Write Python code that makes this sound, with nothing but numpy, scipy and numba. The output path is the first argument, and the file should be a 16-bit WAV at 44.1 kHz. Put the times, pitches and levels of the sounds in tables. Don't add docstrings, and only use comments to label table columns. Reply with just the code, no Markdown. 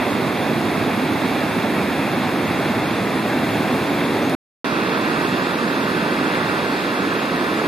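import sys
import numpy as np
from scipy import signal
from scipy.fft import rfft, irfft, next_fast_len
from scipy.io import wavfile
from scipy.ndimage import map_coordinates
from numba import njit

SR = 44100
rng = np.random.default_rng(int(sys.argv[2]) if len(sys.argv) > 2 else 0)


def inscribe(sig):
    pcm = np.round(np.clip(np.atleast_2d(sig).T, -1, 1) * 32767)
    wavfile.write(sys.argv[1], SR, pcm.astype(np.int16))


def to_linear_factor(level_db):
    exponent = np.asarray(level_db, float) / 20
    return 10 ** exponent


N = 338247
TIME = np.arange(N) / SR
SIZE = next_fast_len(N)
HZ = np.maximum(np.arange(SIZE // 2 + 1) * SR / SIZE, 1)
BANK_END_S, BRIDGE_START_S, BRIDGE_END_S = 4.3508, 4.6441, 7.67


@njit
def ring_bubbles(start, hz, size, cycles, glide, count):
    out = np.zeros(count)
    for k in range(len(hz)):
        life = int(cycles * SR / hz[k])
        wave = size[k] + 0j
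        turn = np.exp((2j * np.pi * hz[k] / SR) - 5 / life)
        climb = np.exp(2j * np.pi * hz[k] / SR * glide / life)
        for i in range(start[k], min(start[k] + life, count)):
            out[i] += wave.imag
            wave = wave * turn
            turn = turn * climb
    return out


def patches(s, octave, rate, per_octave):
    field = rng.standard_normal((100, 400))
    return map_coordinates(field, [octave * per_octave, s * rate], order=1, mode="wrap")


def unit(x):
    return x / np.sqrt(np.mean(x ** 2))


def whitewater(bubbles=260000, scatter_db=2.0, boil_db=0.9, flicker_db=2.0, roar_db=1.0):
    when, pitch, luck = rng.random((bubbles, 3)).T
    s = when * N / SR
    hz = 40 + 15500 * pitch
    octave = np.log2(hz / 40)
    burst_db = -scatter_db * np.log(1 - .995 * luck)
    boil = boil_db * patches(s, octave, 4.5, .6)
    flicker = flicker_db * patches(s, octave, 17, 2.484)
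    size = np.sqrt(hz) * to_linear_factor(burst_db + boil + flicker)
    fizz = ring_bubbles((s * SR).astype(np.int64), hz, size, 10.0, .2, N)
    roar = to_linear_factor(roar_db) * rng.standard_normal(N)
    return rfft(unit(fizz) + roar, SIZE)


def over_hz(table):
    hz, *columns = np.transpose(table)
    return [np.interp(np.log(HZ), np.log(hz), c) for c in columns]


# time in seconds, level in dB.
FLOW_SURGE = [
    [(0, -0.7), (.55, -0.8), (1.1, 0.2), (1.6, -0.3), (2.2, -1.3), (2.75, -0.1), (3.3, -1.1), (3.8, .5),
     (4.35, -1)],
    [(4.64, 0.9), (4.95, -0.2), (5.25, 1.5), (5.65, -0.5), (6, 0.2), (6.3, .3), (6.65, .4), (7.1, -1.1),
     (7.67, 0.5)],
]


def viewpoint(near, wide, view, tone, ports, drift_db_per_s, spray_db_per_s, start_s, end_s):
    like, pan_db, lead = over_hz(ports)
    like = np.clip(like, 0, 1)
    left, right = to_linear_factor(pan_db / 2), to_linear_factor(-pan_db / 2)
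    other_port = like * np.exp(-1j * lead) * near + np.sqrt(1 - like ** 2) * wide
    pair = np.array([left * near, right * other_port])
    pair = pair * to_linear_factor(over_hz(tone)[0]) / np.sqrt((left ** 2 + right ** 2) / 2)

    s, db = np.transpose(FLOW_SURGE[view])
    surge_db = np.interp(TIME, s, db - db.mean())
    turn_s = np.clip(TIME, start_s, end_s) - (start_s + end_s) / 2
    shares = over_hz(np.c_[(250, 1300, 6000), np.eye(3)])
    follow_db_per_db = (0.73, 0.63, 0.49)
    rumble, rush, spray = (irfft(pair * share, SIZE)[:, :N] * to_linear_factor(follow * surge_db)
                           for share, follow in zip(shares, follow_db_per_db))
    out = rumble + rush + spray * to_linear_factor(spray_db_per_s * turn_s)
    out = out * to_linear_factor(-19.5) / np.sqrt(np.mean(out.mean(axis=0) ** 2))
    out = out * to_linear_factor(drift_db_per_s * turn_s * np.array([[.5], [-.5]]))
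    return out * ((TIME >= start_s - .1) & (TIME < end_s + .1))


# pitch in Hz, level in dB per Hz.
BANK_COLOUR = [(35, -38.5), (100, -10), (255, -0.5), (340, -3), (470, -9), (750, -9.5), (1400, -15),
               (2500, -17), (3600, -22), (5700, -35), (8100, -40.5), (10000, -37), (13000, -40),
               (15700, -45.5)]
# pitch in Hz, likeness 0-1, left minus right in dB, left lead in radians.
BANK_STEREO = [(30, 0.7, -10.5, 0.17), (120, 0.98, -2.5, 0), (395, .97, -1.9, 0.12),
               (900, 0.86, -2.5, 0.25), (1450, 0.79, -2, 0.54), (1780, 0.75, -.7, 0), (2500, 0.88, 0, 0.12),
               (3700, 0.91, 0, 0.43), (4500, 0.76, -0.5, 0.12), (5300, 0.2, -1, .6), (6200, 0, 2, 2.6),
               (9000, 0.2, 1, 0.75), (15000, 0.2, -3, 0.62)]


def bank_water(near, wide):
    return viewpoint(near, wide, 0, BANK_COLOUR, BANK_STEREO, drift_db_per_s=.27, spray_db_per_s=-.03,
                     start_s=0, end_s=BANK_END_S)


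# pitch in Hz, level in dB per Hz.
BRIDGE_COLOUR = [(35, -34), (180, -3), (295, 0), (740, -10), (1400, -8), (1750, -10), (2120, -16),
                 (2750, -14), (4900, -26), (5800, -33), (8000, -38), (10200, -36.5), (13000, -41.5),
                 (15700, -48)]
# pitch in Hz, likeness 0-1, left minus right in dB, left lead in radians.
BRIDGE_STEREO = [(30, .5, -3, 0), (120, .98, -3, 0), (350, .97, -2, 0), (650, .92, -5, -.15),
                 (950, .88, -3.6, -.25), (1380, .78, -8.5, -1.8), (1750, .82, -.5, -1.85),
                 (2080, .6, 5.2, -.4), (2450, .88, 2.8, -.05), (3300, .85, .3, .1), (4300, .76, 1, .1),
                 (5250, .15, 0, 0), (6700, .45, .5, 3), (12000, .35, -1, 0)]


def bridge_water(near, wide):
    return viewpoint(near, wide, 1, BRIDGE_COLOUR, BRIDGE_STEREO, drift_db_per_s=.35, spray_db_per_s=-.1,
                     start_s=BRIDGE_START_S, end_s=BRIDGE_END_S)


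def bird(start_s=4.215, length_s=.08, level_db=-48.5, low_hz=5550, high_hz=6530, climb_s=.018, edge_s=.009):
    s = np.clip(TIME - start_s, 0, length_s)
    hz = high_hz - (high_hz - low_hz) * np.exp(-s / climb_s)
    swell = np.clip(np.minimum(s, length_s - s) / edge_s, 0, 1)
    return np.sqrt(2) * to_linear_factor(level_db) * swell * np.sin(2 * np.pi * np.cumsum(hz) / SR)


# time in seconds, peak in dB.
STRAY_DROPS = [
    (4.297, -25),
]


def drops():
    out = np.zeros(N)
    for s, db in STRAY_DROPS:
        out += to_linear_factor(db) * np.exp(-np.abs(TIME - s) / 0.0013) * rng.standard_normal(N)
    return signal.sosfilt(signal.butter(2, (4000, 10000), "band", fs=SR, output="sos"), out)


# start in seconds, lowest joined pitch in Hz,
# share of patches upside down at 7 kHz, the same share at 13 kHz.
JOINED_TREBLE = [
    (0, 6200, .09, .02),
    (2.2, 6200, .15, .14),
    (4.5, 17000, 0, 0),
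    (4.9, 8500, .2, .12),
    (5, 6200, .25, .055),
]


def share_treble(x, step_db=2.0, wander_db=1.5, top_lost=.45, coarse=1.7):
    frame, frame_start, top_line = 1024, 620, 704
    band_edges = np.r_[292, 320:769:32]
    n, k = np.arange(2 * frame)[:, None] + .5, np.arange(frame) + .5
    window = np.sin(np.pi * n / frame / 2)
    basis = window * np.cos(np.pi / frame * (n + frame / 2) * k) * np.sqrt(2 / frame)
    lead = 2 * frame - frame_start
    blocks = np.pad(x, ((0, 0), (lead, 2 * frame - (N + lead) % frame))).reshape(2, -1, frame)
    left, right = np.concatenate([blocks[:, :-1], blocks[:, 1:]], axis=2) @ basis
    count = len(left)

    s, *columns = np.transpose(JOINED_TREBLE)
    frame_s = ((np.arange(count) + 1) * frame - lead) / SR
    stretch = np.maximum(np.searchsorted(s, frame_s) - 1, 0)
    from_hz, low, high = (c[stretch] for c in columns)
    for a, b in zip(band_edges[:-1], band_edges[1:]):
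        hz = a * SR / frame / 2
        chance = low + (high - low) * np.clip((hz - 7000) / 6000, 0, 1)
        luck = rng.random(count)
        luck = np.where(rng.random(count) < .08, np.roll(luck, 1), luck)
        sign = np.where(luck < chance, -1, 1)[:, None]
        both = left[:, a:b] + sign * right[:, a:b]
        left_power, right_power, both_power = (np.sum(v ** 2, axis=1, keepdims=True) + 1e-18
                                               for v in (left[:, a:b], right[:, a:b], both))
        pan_db = 10 * np.log10(right_power / left_power) + wander_db * rng.standard_normal(sign.shape)
        pan_db = step_db * np.round(pan_db / step_db)
        step = coarse * (hz / 10000) ** 0.37 * np.sqrt(both_power / (b - a))
        both = np.round(both / step)
        both = both * np.sqrt(left_power / (np.sum(both ** 2, axis=1, keepdims=True) + 1))
        on = hz >= from_hz
        left[on, a:b] = both[on]
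        right[on, a:b] = (sign * to_linear_factor(pan_db) * both)[on]
    lost = rng.random(count) < top_lost
    left[lost, top_line:] = 0
    right[lost, top_line:] = 0
    halves = np.array([left, right]) @ basis.T
    out = halves[:, 1:, :frame] + halves[:, :-1, frame:]
    return out.reshape(2, -1)[:, lead - frame:lead - frame + N]


def scene():
    near, wide = whitewater(), whitewater()
    return bank_water(near, wide) + bridge_water(near, wide) + bird() + drops()


def band_limit(x):
    return signal.sosfilt(signal.butter(12, 15660, fs=SR, output="sos"), x)


def record(dry):
    notch_hz, notch_width_hz, notch_leak = 3011, 396, 0.065
    band = signal.sosfilt(signal.butter(2, 45, "high", fs=SR, output="sos"), dry)
    band = signal.sosfilt(signal.cheby1(8, .5, 15060, fs=SR, output="sos"), band)
    notched = signal.lfilter(*signal.iirnotch(notch_hz, notch_hz / notch_width_hz, SR), band)
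    joined = share_treble(notched + notch_leak * (band - notched))
    outside_s = np.maximum(BANK_END_S - TIME, TIME - BRIDGE_START_S)
    gate = np.sin(np.pi / 2 * np.clip(outside_s / .0008, 0, 1)) ** 2
    return band_limit(joined * gate)


dry = scene()
out = record(dry)
inscribe(out)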